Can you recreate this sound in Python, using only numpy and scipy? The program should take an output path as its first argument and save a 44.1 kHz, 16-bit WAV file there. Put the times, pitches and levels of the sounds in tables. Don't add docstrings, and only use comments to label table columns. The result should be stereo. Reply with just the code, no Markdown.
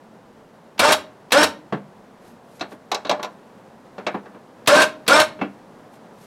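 import sys
import numpy as np
from scipy import signal
from scipy.fft import rfft, irfft, next_fast_len
from scipy.io import wavfile
from scipy.ndimage import uniform_filter1d, minimum_filter1d

SR = 44100
rng = np.random.default_rng(int(sys.argv[2]) if len(sys.argv) > 2 else 0)


def store_wav(level_fs):
    pcm = np.round(np.clip(np.atleast_2d(level_fs), -1, 1) * 32767)
    wavfile.write(sys.argv[1], SR, pcm.T.astype(np.int16))


N = 276060
TIME = np.arange(N) / SR
RING_TIME = TIME[:SR // 2]


def undb(db):
    return 10 ** (np.asarray(db) / 20)


def unit(x):
    return x / np.sqrt(np.mean(x ** 2))


def unit_energy(x):
    return x / np.sqrt(np.sum(x ** 2))


def noise(size=N):
    return rng.standard_normal(size)


def through(x, response):
    return signal.fftconvolve(x, response)[:len(x)]


def butter(x, hz, kind):
    return signal.sosfilt(signal.butter(2, hz, kind, fs=SR, output="sos"), x)


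def at(points, hz):
    knots_hz, db = np.transpose(points)
    return undb(np.interp(np.log(np.maximum(hz, 1)), np.log(knots_hz), db))


def response(points, size=4096):
    cepstrum = irfft(np.log(at(points, np.fft.rfftfreq(size, 1 / SR))))
    cepstrum[1:size // 2] *= 2
    cepstrum[size // 2 + 1:] = 0
    return irfft(np.exp(rfft(cepstrum)))


def colour(x, points):
    return through(x, unit_energy(response(points)))


def walk(rate_hz):
    hold = max(int(SR / rate_hz), 1)
    steps = np.repeat(noise(N // hold + 1), hold)[:N]
    return unit(uniform_filter1d(steps, hold))


def fade(t60_s):
    return np.exp(-np.log(1000) * RING_TIME / t60_s)


def mode(hz, t60_s):
    return fade(t60_s) * np.sin(2 * np.pi * hz * RING_TIME)


def chatter(t60_s, rise_s):
    return fade(t60_s) * (1 - np.exp(-RING_TIME / rise_s)) * noise(len(RING_TIME))


def place(events):
    out = np.zeros(N + len(RING_TIME))
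    for start_s, db, sound in events:
        start = int(start_s * SR)
        out[start:start + len(sound)] += undb(db) * sound
    return out[:N]


def blows(rows, t60_s, rise_s):
    return place((start_s, db, chatter(t60_s, rise_s)) for start_s, db in rows)


def hiss(hiss_db=-73):
    spectrum = [(200, 3.5), (3000, 9), (11000, -12.5), (16000, -28.5)]
    return undb(hiss_db) * np.array([colour(noise(), spectrum) for _ in "LR"])


# frequency in Hz, density in dB per Hz.
AIR_SPECTRUM = [(15, -90.5), (25, -53.5), (58, -28.5), (87, -14.5), (108, -8.5), (180, -2.5), (217, 1.5),
                (301, -6), (489, -4), (962, -8.5), (1230, -14), (1700, -17.5), (2280, -24.5),
                (11000, -39.5), (16000, -47.5)]


def room_noise(start_db=-48.5, rise_db_per_s=0.4547, rumble_db=-75.5):
    air = colour(noise(), AIR_SPECTRUM) * undb(start_db + rise_db_per_s * TIME + .5 * walk(26))
    rumble_spectrum = [(10, -7), (25, -4), (60, -5.5), (120, -13.0), (400, -53.0)]
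    return air + undb(rumble_db) * colour(noise() * undb(3 * walk(8.1)), rumble_spectrum)


# middle in seconds, level in dB, half length in seconds.
SLEEVE_BRUSHES = [(2.282, -59.5, 0.048), (2.56, -61.5, 0.079), (2.722, -57, .025), (5.944, -61, .025),
                  (6.25, -57, .07)]


def cloth_rustle(rest_db=-79):
    spectrum = [(500, 0), (2500, 6), (8000, 2), (13000, 0.5), (16000, -22.5)]
    cloth = colour(noise() * undb(1.8 * walk(200)), spectrum)
    brushing = sum(undb(db) * np.exp(-((TIME - middle_s) / half_s) ** 2)
                   for middle_s, db, half_s in SLEEVE_BRUSHES)
    return cloth * (undb(rest_db) + brushing)


# frequency in Hz, level in dB, t60 in seconds.
HOOK_MODES = [(418, -7, 0.37), (522, 8, 0.078), (606.3, 14, 0.31), (860, -9, 0.54), (1025, 14.5, 0.16),
              (1138, 21, 0.13), (1450, 11, 0.2), (1660, -19, 0.052), (2250, 5, 0.071), (2640, 11, 0.087),
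              (3410, 12, 0.041), (4470, -4, 0.11), (5060, -12, 0.12), (5700, -16, 0.17), (7670, 2, 0.18),
              (12600, -11, 0.13)]


def hook_ring(soft, favoured_hz, scatter_db=2):
    favour_db, favour_octaves = 13.5, .4
    tilt_db_per_octave, corner_hz = -10, 1990
    mode_hz, mode_db, _ = np.transpose(HOOK_MODES)
    favour = np.exp(-(np.log2(mode_hz / favoured_hz) / favour_octaves) ** 2)
    dulling_db = tilt_db_per_octave * soft * np.maximum(np.log2(mode_hz / corner_hz), 0)
    level_db = mode_db + favour_db * favour + dulling_db + scatter_db * noise(len(HOOK_MODES))
    gains = unit_energy(undb(level_db)) * rng.choice([-1, 1], len(HOOK_MODES))
    modes = [mode(hz * (1 + 0.0047 * rng.standard_normal()), t60_s) for hz, _, t60_s in HOOK_MODES]
    return np.sqrt(2) * gains @ np.array(modes)


# frequency in Hz, density in dB per Hz.
BODY_SPECTRUM = [(50, -51), (130, -23), (300, -3), (560, 1.5), (750, 2), (1150, -5), (1550, -4.5),
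                 (1900, -10.5), (2500, -15), (4000, -26), (9000, -55.5)]
# frequency in Hz, density in dB per Hz.
THUD_SPECTRUM = [(30, -58), (80, -25), (140, -2), (200, -0.5), (300, 5.5), (500, -1.5), (1000, -47),
                 (3000, -57)]
# frequency in Hz, density in dB per Hz.
CLINK_SPECTRUM = [(100, -49), (800, -38), (2300, 7), (3100, 1), (3900, 8.5), (4800, -1), (5900, -2),
                  (7500, -12.5), (10000, -22.5), (16000, -42)]
# frequency in Hz, density in dB per Hz.
SNAP_SPECTRUM = [(200, -44), (1500, -23), (4000, 0), (6000, 6.5), (8500, -9), (12000, -6), (16000, -24)]


def knock(hardness, favoured_hz, hum_db=-6, lift_db=6.5, lift_q=4.5):
    soft = 1 - np.clip(hardness, 0, 1)
    thud_db, clink_db = -20 + 26 * soft, 2.5 - 34.5 * soft ** 2
    snap_db, ring_db = 5 - 70 * soft, -3.5 - 6.5 * soft
    body = colour(chatter(t60_s=0.17, rise_s=0.0013), BODY_SPECTRUM)
    hum = undb(hum_db) * mode(199, 0.29)
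    thud = undb(thud_db) * (colour(chatter(t60_s=0.16, rise_s=0.0024), THUD_SPECTRUM) + hum)
    clink = undb(clink_db) * colour(chatter(t60_s=0.069, rise_s=0.0013), CLINK_SPECTRUM)
    snap = undb(snap_db) * colour(chatter(t60_s=0.026, rise_s=0.00013), SNAP_SPECTRUM)
    sound = body + thud + clink + snap + undb(ring_db) * hook_ring(soft, favoured_hz)
    peak = signal.lfilter(*signal.iirpeak(favoured_hz, lift_q, fs=SR), sound)
    return sound + (undb(lift_db) - 1) * peak


# start in seconds, level in dB,
# hardness from 0 (plastic bumper) to 1 (square on steel), frequency in Hz that the contact point favours.
HOOK_KNOCKS = [(1.7238, -21, 0.14, 150), (2.595, -44.5, 0.86, 6000), (2.609, -24.5, 0.55, 4050),
               (2.717, -38, 0.38, 260), (2.9161, -21, 0.86, 905), (2.9457, -26.5, 0.94, 5340),
               (3.049, -28, 0.45, 3930), (3.067, -35.5, 0.62, 4200), (3.094, -18.5, 0.8, 630),
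               (3.111, -19.5, 0.65, 850), (3.194, -33, 0.38, 1100), (3.2286, -28, 0.83, 12600),
               (3.244, -31, 0.77, 980), (3.981, -31, 0.32, 470), (4.066, -20, 0.6, 2300),
               (4.1428, -27, 0.073, 940), (4.257, -41.5, .26, 1800), (4.345, -43, 0.17, 507),
               (5.39, -37, 0.19, 2940), (5.413, -21.5, 0.12, 2620)]


def hook():
    return place((start_s, db, knock(hardness, favoured_hz))
                 for start_s, db, hardness, favoured_hz in HOOK_KNOCKS)


PANEL_BOUNCES_S = (.0013, .0023, .0037)


def bodywork(x, size=4096):
    delays = np.exp(-2j * np.pi * np.outer(PANEL_BOUNCES_S, np.fft.rfftfreq(size, 1 / SR)))
    allpass = np.prod((delays - .5) / (1 - .5 * delays), axis=0)
    return through(x, irfft(allpass))


def tooth_impacts(teeth, full_hz):
    strikes = np.diff(np.floor(teeth), prepend=0) * undb(4 * noise())
    scrape = noise() * (0.5 + np.exp(-(teeth % 1) / 0.35)) * undb(1.93 * walk(100))
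    return 0.42 * strikes * np.sqrt(SR / full_hz) + 0.86 * unit(scrape)


# multiple of the mesh rate, relative level in dB.
WHINE_LINES = [(1, -5.5), (2, 4.5), (3, -0.5), (4, -3), (5, 5.5), (6, -8), (7, -10), (8, -6), (9, -15),
               (10, -12), (12, -14.5), (14, -17), (18, -7), (21, -19), (27, -16.5)]


def gear_whine(teeth, planets_per_tooth=1 / 6):
    strengths = unit_energy(undb([db for _, db in WHINE_LINES]))
    whine = 0
    for (multiple, _), strength in zip(WHINE_LINES, strengths):
        planets = 1 + .5 * np.sin(2 * np.pi * (planets_per_tooth * teeth + rng.random()))
        backlash_rad = .42 * walk(90)
        line = np.sin(2 * np.pi * (multiple * teeth + rng.random()) + backlash_rad)
        whine = whine + strength * planets * undb(3.0 * walk(45)) * line
    return whine


def frame_drone(teeth, swell, since_on_s, frame_hz=576, width_hz=24, surge_s=0.062):
    pole = np.exp(np.pi * (2j * frame_hz - width_hz) / SR)
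    drive = swell * np.exp(4j * np.pi * teeth - since_on_s / surge_s)
    return np.imag(signal.lfilter([1 - abs(pole)], [1, -pole], drive))


def jog(on_s, off_s, full_hz, rattle_db, whine_db, drone_db,
        spin_up_s=.035, speed_lack=.33, coast_s=0.79, unload_s=0.016):
    since_on_s, since_off_s = np.maximum(TIME - on_s, 0), np.maximum(TIME - off_s, 0)
    mesh_hz = full_hz * (1 - speed_lack * np.exp(-since_on_s / spin_up_s)) * np.exp(-since_off_s / coast_s)
    teeth = np.cumsum(mesh_hz * (1 + .007 * walk(160))) / SR
    load = (1 - np.exp(-since_on_s / 0.0015)) * np.exp(-since_off_s / unload_s)
    swell = (1 - np.exp(-since_on_s / .028)) * np.exp(-since_off_s / .014)
    impacts = undb(rattle_db) * load * tooth_impacts(teeth, full_hz)
    whine = undb(whine_db) * swell * gear_whine(teeth)
    drone = np.sqrt(2) * undb(drone_db) * frame_drone(teeth, swell, since_on_s)
    return impacts, whine + drone


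# contactor closes in seconds, opens in seconds, full gear-mesh rate in Hz,
# rattle in dB, whine in dB, frame drone in dB, closing clack in dB, opening clack in dB.
WINCH_JOGS = [(0.792, 0.92, 315.3, -14.5, -16, -13, -6.5, -3),
              (1.3193, 1.43, 312.5, -15, -11.5, -5.5, -5.5, -5.5),
              (4.673, 4.816, 315.8, -13.5, -14, -2, -3.5, -7.5),
              (5.078, 5.198, 312.8, -12.5, -9.5, -13, -6, -5.5)]
# frequency in Hz, density in dB per Hz.
GEARBOX_SPECTRUM = [(40, -31.5), (85, -13.5), (130, -23.5), (200, -3), (310, -1.5), (380, -4.5), (580, 6.5),
                    (700, 1.5), (850, 0.5), (1100, 3.5), (1300, -1.5), (1550, 2.5), (1900, -7), (3900, -9),
                    (6500, -18), (8500, -18.5), (12000, -29), (16000, -46)]
# frequency in Hz, width in Hz, level in dB.
HOUSING_MODES = [(550, 21, -0.5), (885, 110, 6.5), (1080, 83, -15.5), (1146, 45, 11), (1503, 22, 0),
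                 (1600, 34, -14.5), (2329, 47, -2), (2613, 50, -8), (3830, 70, 4), (4070, 40, -25),
                 (6000, 50, 4)]
# frequency in Hz, density in dB per Hz.
CONTACTOR_SPECTRUM = [(40, -25.5), (150, -4), (500, -3), (1200, -0.5), (1900, -3.5), (2600, 2.5),
                      (3200, -1.5), (4000, 2), (5200, -9.5), (8000, -8.5), (11500, -12.5), (16000, -26)]
# frequency in Hz, density in dB per Hz.
SWITCH_SPECTRUM = [(200, -21), (900, 7), (3000, 2.5), (5500, -1), (9000, -27.5), (15000, -18)]


def winch(switch_lead_s=.0132, switch_db=-33, run_on_s=.011, ringing_db=-17.5):
    jogs = [jog(on_s, off_s + run_on_s, *motor) for on_s, off_s, *motor, _, _ in WINCH_JOGS]
    impacts, tones = np.sum(jogs, axis=0)
    closes_s, opens_s, *_, closing_db, opening_db = np.transpose(WINCH_JOGS)
    gears = colour(bodywork(impacts), GEARBOX_SPECTRUM)
    clack_rows = [*zip(closes_s, closing_db), *zip(opens_s, opening_db)]
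    clacks = blows(clack_rows, t60_s=0.064, rise_s=0.0029)
    housing = unit_energy(sum(undb(db) * np.sqrt(width_hz) * mode(hz, np.log(1000) / (np.pi * width_hz))
                              for hz, width_hz, db in HOUSING_MODES))
    ringing = undb(ringing_db) * through(impacts + clacks, housing)
    tick_rows = [(close_s - switch_lead_s, switch_db) for close_s in closes_s]
    ticks = colour(blows(tick_rows, t60_s=0.075, rise_s=0.001), SWITCH_SPECTRUM)
    return gears + ringing + colour(clacks, CONTACTOR_SPECTRUM) + ticks, tones


def garage(x, t60_bass_s=0.52, t60_low_s=0.29, t60_high_s=0.2, bass_hz=280, split_hz=4000, bass_db=2):
    size = len(RING_TIME)
    bass = undb(bass_db) * butter(noise(size), bass_hz, "low") * fade(t60_bass_s)
    low = butter(noise(size), split_hz, "low") * fade(t60_low_s)
    high = butter(noise(size), split_hz, "high") * fade(t60_high_s)
    walls = (bass + low + high) * (1 - np.exp(-RING_TIME / 0.015))
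    return through(x, unit_energy(walls))


def near_echoes(x, echo_db=-16):
    lags_s = (.0019, .0031, .0052)
    return x + undb(echo_db) * sum(np.pad(x, (int(lag_s * SR), 0))[:N] for lag_s in lags_s)


# frequency in Hz, quarter-cycle side part against mid in dB.
PORT_SPREAD = [(60, -39.5), (250, -26.5), (1000, -24.5), (2000, -22), (4000, -21), (8000, -15.5),
               (14000, -16.5)]
# frequency in Hz, left minus right in dB before the side part.
PORT_LEAN = [(100, -0.32), (1500, -0.12), (4000, 0.59), (8000, -1.7), (13000, -.4)]


def ports(mid, direct=1.0, diffuse=0.63):
    size = next_fast_len(N + len(RING_TIME))
    hz, spectrum = np.fft.rfftfreq(size, 1 / SR), rfft(mid, size)
    scatter = rfft(unit_energy(noise(len(RING_TIME)) * fade(0.11)), size)
    side = at(PORT_SPREAD, hz) * (1j * direct + diffuse * scatter)
    lean = np.sqrt(at(PORT_LEAN, hz))
    return irfft(spectrum * np.array([lean + side, 1 / lean - side]), size)[:, :N]


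def scene(low_cut_hz=90, comb_hz=1800):
    background = room_noise() + cloth_rustle()
    knocks = hook()
    clatter, tones = winch()
    tail = garage(undb(-16.5) * clatter + undb(-15.5) * tones + undb(-21.0) * knocks)
    sound = butter(clatter + tones + knocks + tail, low_cut_hz, "high")
    treble = butter(sound, comb_hz, "high")
    return ports(sound - treble + near_echoes(treble) + background) + hiss()


def record(dry, ceiling=.85, hold_s=.003, top_hz=16000):
    hold = int(hold_s * SR)
    needed = ceiling / np.maximum(np.abs(dry).max(axis=0), ceiling)
    gain = uniform_filter1d(minimum_filter1d(needed, 2 * hold), hold)
    return signal.sosfilt(signal.ellip(8, .2, 90, top_hz, fs=SR, output="sos"), gain * dry)


dry = scene()
out = record(dry)
store_wav(out)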